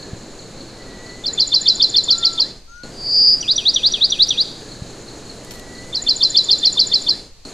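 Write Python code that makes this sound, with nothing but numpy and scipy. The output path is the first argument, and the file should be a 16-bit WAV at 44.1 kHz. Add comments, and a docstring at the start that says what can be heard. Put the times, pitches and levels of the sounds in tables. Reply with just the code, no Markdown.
"""Among trees, a small songbird sings a quick trill and a swelling buzz that runs into slurred whistles; then
the same stretch of trill plays again exactly. Its notes are gliding pure tones, its buzz a frequency-modulated
one; nearby surfaces reflect them and the trees scatter them. Fainter birds call over a distant rumble, a hum
and a hiss of insects; dry leaves crackle and two soft thumps sound. After each trill most of the background
fades away and comes back abruptly."""
import sys
import numpy as np
from scipy import signal
from scipy.fft import rfft, irfft, next_fast_len
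from scipy.io import wavfile
from scipy.ndimage import uniform_filter1d, map_coordinates

SR = 44100
rng = np.random.default_rng(int(sys.argv[2]) if len(sys.argv) > 2 else 0)


def to_wav(s):
    """Save 16-bit WAV."""
    ch = np.atleast_2d(s).T  # columns
    pcm = np.round(np.clip(ch, -1, 1) * 32767)  # PCM
    wavfile.write(sys.argv[1], SR, pcm.astype(np.int16))


N = 332073
TIME = np.arange(N) / SR

# a short falling chip; every note shape is (length [s], pitches [Hz], attack [s], hold [s], drop [dB])
CHIP = dict(length_s=.0202, pitch_hz=[4550, 4370, 4123, 3900], attack_s=0.0048, hold_s=.0032, drop_db=10)


def trill(sweep_after_s=0.018, tail_after_s=0.0385, hook_growth=1.38):
    """Frequency glides in quick succession: each syllable is a hook, an upsweep, a tail and a pip."""
    # note shapes (length [s], pitches [Hz], attack [s], hold [s], drop [dB])
    hook = dict(length_s=0.019, pitch_hz=[3410, 3523, 3658, 3495, 2950],
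            attack_s=0.012, hold_s=0.0035, drop_db=15.5)
    upsweep = dict(length_s=0.023, pitch_hz=[4120, 4326, 4524, 4770, 5514, 6000],
               attack_s=0.013, hold_s=0.0023, drop_db=25)
    sagging_tail = dict(length_s=0.0362, pitch_hz=[4460, 4170, 4070, 4001, 3984, 4110],
                    attack_s=0.0055, hold_s=0.0063, drop_db=11.5)
    high_pip = dict(length_s=0.014, pitch_hz=[7100, 7080, 7105, 6980, 6550],
                attack_s=0.0067, hold_s=0.0043, drop_db=10)
    # syllables (time [s], upsweep level [dB], pip level [dB])
    syllables = [(1.2363, -11.5, -20.5), (1.3746, -5, -19), (1.5162, -3.5, -18), (1.6551, -3, -21),
                 (1.796, -3, -22.5), (1.9385, -3, -18), (2.0807, -3.7, -18.5), (2.2243, -4.5, -24.5),
                 (2.3748, -6, -40)]
    s, db, pip_db = np.transpose(syllables)
    hooks = notes(hook, s, -5.5 + hook_growth * db)  # the hook gains most from effort
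    sweeps = notes(upsweep, s + sweep_after_s, db)
    tails = notes(sagging_tail, s + tail_after_s, db - 2.5)
    period_s = np.append(np.diff(s), np.diff(s)[-1])
    pips = notes(high_pip, s + 0.675 * period_s, pip_db)
    return hooks + sweeps + tails + pips


def buzz(pitch_hz=4704, push_hz=93, flutter_hz=167.5, swing_hz=200):
    """Fast, uneven frequency and amplitude modulation roughens a tone that rises a little as it swells."""
    peak_s, swell_s, swell_db = 3.244, 0.34, 46.5
    stop_s, release_db_per_s = 3.342, 979
    effort_db = -swell_db * (np.minimum(TIME - peak_s, 0) / swell_s) ** 2
    db = -7.5 + effort_db - release_db_per_s * np.maximum(TIME - stop_s, 0)
    carrier_hz = pitch_hz + push_hz * amp(effort_db) ** 2
    flutter = oscillator(flutter_hz * (1 + 0.033 * wobble(120)))
    rasp_hz = 40 * wobble(250)
    tone = oscillator(carrier_hz + swing_hz * flutter + rasp_hz)
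    return amp(db + 0.3 * wobble(150)) * (1 + 0.12 * flutter) * tone


def slurs(dive_after_s=0.0211):
    """Pitch and amplitude glide together: after a peep, a whistle dives, nearly vanishes and climbs."""
    # note shapes (length [s], pitches [Hz], attack [s], hold [s], drop [dB])
    peep = dict(length_s=0.016, pitch_hz=[5520, 5660, 5825, 6130],
            attack_s=0.011, hold_s=0.0023, drop_db=19)
    dive = dict(length_s=.0305, pitch_hz=[4190, 3573, 3323, 3187, 3020, 2780],
            attack_s=0.0035, hold_s=0.0046, drop_db=25)
    trough = dict(length_s=0.045, pitch_hz=[2800, 2616, 2422, 2500, 2960],
              attack_s=.0032, hold_s=0.037, drop_db=4.5)
    climb = dict(length_s=0.052, pitch_hz=[3103, 3546, 3855, 4086, 4706, 5089.4],
             attack_s=0.024, hold_s=0.019, drop_db=10)
    # syllables (time [s], climb time [s], peep level [dB], dive level [dB], climb level [dB],
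    # dive pitch [ratio])
    syllables = [(3.404, 3.476, -17.5, -26, -7, 0.84), (3.556, 3.6513, -12.5, -9.5, -5, 0.99),
                 (3.737, 3.829, -11.5, -7, -6, 0.99), (3.9142, 4.007, -16, -9, -6.5, 1),
                 (4.097, 4.1887, -15, -8.5, -4.5, 1), (4.282, 4.372, -12, -8.5, -7.5, 0.99)]
    s, climb_s, peep_db, dive_db, climb_db, dive_ratio = np.transpose(syllables)
    dives = notes(dive, s + dive_after_s, dive_db, dive_ratio)
    troughs = notes(trough, climb_s - trough["length_s"], levels_db=-36)
    return notes(peep, s, peep_db) + dives + troughs + notes(climb, climb_s, climb_db)


def notes(shape, times, levels_db, ratios=1):
    """Superposition of one note shape sung at each time, level and pitch ratio."""
    out = np.zeros(N)
    for s, db, ratio in np.broadcast(times, levels_db, ratios):
        add(out, s, amp(db) * note(ratio=ratio, **shape))
    return out


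def note(length_s, pitch_hz, attack_s, hold_s, drop_db, ratio):
    """An attack-hold-release envelope shapes a glide through pitches evenly spaced in time."""
    t = np.arange(0, length_s, 1 / SR)
    knots = np.linspace(0, length_s, len(pitch_hz))
    pitch_chance, level_chance = rng.standard_normal((2, len(knots)))
    pitch = ratio * np.interp(t, knots, pitch_hz * (1 + 0.005 * pitch_chance))
    attack = np.minimum(t / attack_s, 1) ** 0.86
    release = np.clip((t - attack_s - hold_s) / max(length_s - attack_s - hold_s, 1 / SR), 0, 1)
    dip_db = 4 * np.exp(-((pitch - 3955) / 92) ** 2)  # the note thins as it passes this pitch
    db = 0.81 * np.interp(t, knots, level_chance) - drop_db * release - dip_db
    return whistle(pitch, attack * amp(db))


def whistle(pitch, gain):
    """A pure tone; smoothed pitch and tapered ends keep its spectrum narrow."""
    taper = signal.windows.tukey(len(pitch), 120 / len(pitch))
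    return taper * gain * oscillator(uniform_filter1d(pitch, size=90, mode="nearest"))


def echoes(x, wet_db, t60):
    """Convolution with the direct path, near reflections and a diffuse tail scattered by the trees."""
    # reflections from nearby surfaces (delay [ms], level [dB])
    reflections = [(3.1, -24), (9.6, -14), (12.6, -15.5), (18.4, -20), (21.2, -28.4)]
    t = np.arange(round(0.8 * SR)) / SR
    build_up = 1 - np.exp(-t / 0.014)
    tail = rng.standard_normal(len(t)) * amp(-60 * t / t60) * build_up
    response = amp(wet_db) * tail / np.linalg.norm(tail)
    response[0] = 1
    for ms, db in reflections:
        response[round(ms * SR / 1000)] += amp(db)
    return signal.fftconvolve(x, response)[:N]


def far_birds(chip_gap_s=0.031):
    """Distance weakens the direct sound of chips and whistles against their reverberation."""
    # double and single chips (time [s], level [dB])
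    double_chips = [(-.006, -31), (0.387, -34.5), (0.572, -31.5), (0.817, -36), (1.059, -32.5)]
    lone_chips = [(2.828, -31), (7.447, -30.5)]
    # a rising note (length [s], pitches [Hz], attack [s], hold [s], drop [dB])
    upslur = dict(length_s=.12, pitch_hz=[1620, 1765, 1955, 2235, 2740, 3280],
              attack_s=0.035, hold_s=0.053, drop_db=18.5)
    # its calls (time [s], level [dB], pitch [ratio])
    upslur_calls = [(1.281, -45.5, 0.97), (1.585, -46, .935), (1.896, -46.5, .955), (2.174, -43.5, 0.95),
                    (2.413, -44.5, 0.95)]
    # a thin whistle (time [s], length [s], pitches [Hz], level [dB])
    thin_whistle = dict(start_s=.746, length_s=0.536, pitch_hz=[1970, 1947, 2026], level_db=-41)
    chip_s, chip_db = np.transpose(double_chips)
    passage = notes(CHIP, chip_s, chip_db) + notes(CHIP, chip_s + chip_gap_s, chip_db)
    passage += notes(upslur, *np.transpose(upslur_calls))
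    passage += long_whistle(**thin_whistle, waver_hz=17)
    passage *= amp(-2 + 2.1 * wobble(45))  # moving air and leaves make far sounds flicker
    calls = twice(passage) + notes(CHIP, *np.transpose(lone_chips))
    return echoes(calls, wet_db=-6, t60=0.29)


def hoarse_birds():
    """Bursts of narrow-band noise have only a rough pitch: hoarse far calls and faint clucks."""
    # calls and clucks (time [s], half length [s], level [dB])
    calls = [(.06, .15, -51.5), (4.73, 0.16, -54.5)]
    clucks = [(1.546, 0.01, -42), (1.791, 0.01, -44), (2.079, 0.0055, -40.5), (2.401, 0.0088, -39)]
    call_gain = sum(amp(db) * swell(s, half) for s, half, db in calls)
    cluck_gain = sum(amp(db) * swell(s, half) for s, half, db in clucks)
    hoarse = call_gain * band(centre_hz=1710, width_hz=64)
    return hoarse + twice(cluck_gain * band(centre_hz=1010, width_hz=130))


def arched_whistles():
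    """A level difference between the ears places a lower-voiced bird's three whistles on the left."""
    # whistles (time [s], length [s], start pitch [Hz], middle pitch [Hz], end pitch [Hz], level [dB])
    arches = [(1.63, .22, 1260, 1470, 1260, -51), (2.074, .36, 1338, 1363, 1295, -35.5),
              (2.67, 0.24, 1330, 1436, 1422, -38.5)]
    voice = sum(long_whistle(s, length, pitch, db) for s, length, *pitch, db in arches)
    return voice * amp([[3], [-8]])


def long_whistle(start_s, length_s, pitch_hz, level_db, waver_hz=0):
    """Slow modulation: a tone swells and fades as its pitch follows a parabola through three values."""
    progress = np.linspace(0, 1, round(length_s * SR), endpoint=False)
    parabola = np.polyfit([0, 0.5, 1], pitch_hz, 2)
    pitch = np.polyval(parabola, progress) + waver_hz * wobble(29)[:len(progress)]
    out = np.zeros(N)
    add(out, start_s, whistle(pitch, amp(level_db) * np.sin(np.pi * progress) ** 0.83))
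    return out


def twitter(start_s=2.691, gap_s=0.021, count=6):
    """Random upward transposition puts each of a quick run of tiny chips on its own high pitch."""
    ratios = 1.42 * (1 + 0.05 * rng.standard_normal(count))
    chips = notes(CHIP, start_s + gap_s * np.arange(count), levels_db=-48.5, ratios=ratios)
    return echoes(chips, wet_db=-11, t60=0.15)


def leaves(low_hz=2500, high_hz=9000):
    """Dry leaves give way in bursts of impulsive noise that decay exponentially."""
    # cracks (time [s], level [dB], time to fall 60 dB [s])
    cracks = [(0.01, -47.5, .08), (4.27, -40, 0.12), (5.446, -36, 0.036), (5.508, -28, .04),
              (5.516, -37, 0.059), (5.536, -40, 0.21), (5.596, -34.5, 0.021)]
    envelope = sum(amp(db - 60 * np.abs(TIME - s) / t60) * (TIME >= s) for s, db, t60 in cracks)
    spikes = unit(rng.standard_normal((2, N)) ** 3)
    crackle = filtered(spikes, lambda hz: hz ** 2 / (hz ** 2 + low_hz ** 2) / (1 + (hz / high_hz) ** 2))
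    return envelope * unit(crackle)


def thump(time_s=0.135, carrier_hz=110, half_length_s=0.0031):
    """A Gaussian pulse shorter than one cycle of its carrier makes a soft bump with no ring."""
    t = time_s - TIME
    return amp(-16) * np.exp(-(t / half_length_s) ** 2) * np.sin(2 * np.pi * carrier_hz * t)


def rumble_and_hum(mains_hz=120):
    """A continuous spectrum of distant rumble and one spectral line of mains hum, both wavering."""
    # rumble spectrum (frequency [Hz], relative density [dB])
    spectrum = [(20, -6), (60, -9), (150, -3.5), (380, -2.5), (600, -7.5), (1000, -16), (1800, -19),
                (2600, -23), (5000, -26), (8000, -34), (11000, -51.5)]
    rumble = amp(-38 + 0.66 * wobble(8.5)) * noise(spectrum)
    hum = amp(-47.5 + 0.71 * wobble(4)) * np.sin(2 * np.pi * mains_hz * TIME)
    return rumble + hum


def hiss(song, creep_db_per_s=0.8, lift_db=4):
    """Amplitude modulation of fine noise: it creeps up, and lifts with the envelope of the song."""
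    # hiss spectrum (frequency [Hz], relative density [dB])
    spectrum = [(2000, -8.5), (5000, 0.5), (8500, -1.5), (10200, -5.5), (11500, -16.5), (14300, -20.5)]
    envelope = uniform_filter1d(np.abs(song), size=SR // 4)
    singing = np.sqrt(np.abs(envelope) / envelope.max())
    return amp(-54 + creep_db_per_s * TIME + lift_db * singing + 0.9 * wobble(36)) * noise(spectrum)


def insects():
    """Many voices add incoherently, so each of two choruses is a narrow band of noise."""
    # lulls in the higher chorus (time [s], half length [s], depth [dB])
    lulls = [(0.842, .17, 4.5), (3.731, 1, 2), (5.54, 0.2, 3)]
    low_chorus = amp(-49 + 0.8 * wobble(3) + 1.4 * wobble(35)) * band(centre_hz=4200, width_hz=320)
    lull_db = sum(depth * swell(s, half) for s, half, depth in lulls)
    high_chorus = amp(-49 - lull_db + 1.5 * wobble(28)) * band(centre_hz=6840, width_hz=630)
    return low_chorus + high_chorus


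def still_air():
    """A steady noise floor: low rumble coherent at both ears, and air uncorrelated between them."""
    # spectra of the two parts (frequency [Hz], relative density [dB])
    shared_spectrum = [(15, 4.5), (40, -1.5), (80, -12), (200, -22), (600, -27.5), (1500, -34), (3500, -32),
                       (4350, -27), (5200, -46), (7000, -52.5), (14000, -61)]
    wide_spectrum = [(15, 8), (50, -5), (200, -19), (600, -18.5), (1500, -22.5), (3500, -20.5), (4350, -7),
                     (5200, -15), (7000, -16), (10000, -27.5), (14000, -35.5)]
    wide = np.array([noise(wide_spectrum), noise(wide_spectrum)])
    return amp(-43) * noise(shared_spectrum) + amp(-50) * wide


def fade():
    """A gain envelope that slides to silence and snaps back."""
    # fades (start [s], silence [s], return [s])
    fades = [(2.448, 2.66, 2.834), (7.143, 7.346, 7.451)]
    gain = np.ones(N)
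    for start, silent, back in fades:
        slide = np.clip((silent - TIME) / (silent - start), 0, 1) ** 1.08
        gain *= np.where(TIME < back, slide, 1)
    return gain


def amp(db):
    """Decibels to amplitude ratio."""
    return 10 ** (np.asarray(db) / 20)


def unit(x):
    """Normalisation to rms 1."""
    return x / np.sqrt(np.mean(x ** 2) + 1e-20)


def oscillator(hz):
    """A sine whose phase is the integral of its frequency."""
    return np.sin(2 * np.pi * np.cumsum(hz) / SR)


def wobble(rate):
    """Smooth interpolation through random knots, rate of them a second."""
    return map_coordinates(rng.standard_normal(int(N * rate / SR) + 4), [TIME * rate])


def swell(s, half_length_s):
    """A flat-topped envelope of height 1 around time s."""
    return np.exp(-((TIME - s) / half_length_s) ** 4)


def filtered(x, response):
    """Linear filtering: the spectrum of x times a frequency response."""
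    size = next_fast_len(N + SR // 2)
    return irfft(rfft(x, size) * response(np.fft.rfftfreq(size, 1 / SR)), size)[..., :N]


def noise(spectrum):
    """Noise of rms 1 coloured by (frequency [Hz], relative density [dB]) points."""
    knots_hz, db = np.transpose(spectrum)
    white = rng.standard_normal(N)
    return unit(filtered(white, lambda hz: amp(np.interp(np.log(hz + 1), np.log(knots_hz), db))))


def band(centre_hz, width_hz):
    """Noise of rms 1 in a Gaussian passband."""
    white = rng.standard_normal(N)
    return unit(filtered(white, lambda hz: np.exp(-((hz - centre_hz) / width_hz) ** 2 / 2)))


def add(track, s, sound):
    """Superpose a sound on the track from time s on."""
    start = round(s * SR)
    part = sound[max(-start, 0):max(N - start, 0)]
    track[max(start, 0):][:len(part)] += part


def twice(x, delay_s=4.6884):
    """A delayed copy brings the same passage round again."""
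    return x + np.pad(x, (round(delay_s * SR), 0))[:N]


def scene():
    """Superposition: the centre fades twice; twitter, low whistles, leaves and still air do not."""
    song = echoes(twice(trill()) + slurs() + buzz(), wet_db=-14, t60=0.74)
    birds = song + far_birds() + hoarse_birds()
    background = twice(thump()) + rumble_and_hum() + hiss(song) + insects()
    centre = fade() * (birds + background)
    return centre + twitter() + arched_whistles() + leaves() + still_air()


def record(dry):
    """An ideal low-pass filter removes everything above 14.5 kHz."""
    return filtered(dry, lambda hz: hz < 14500)


dry = scene()
out = record(dry)
to_wav(out)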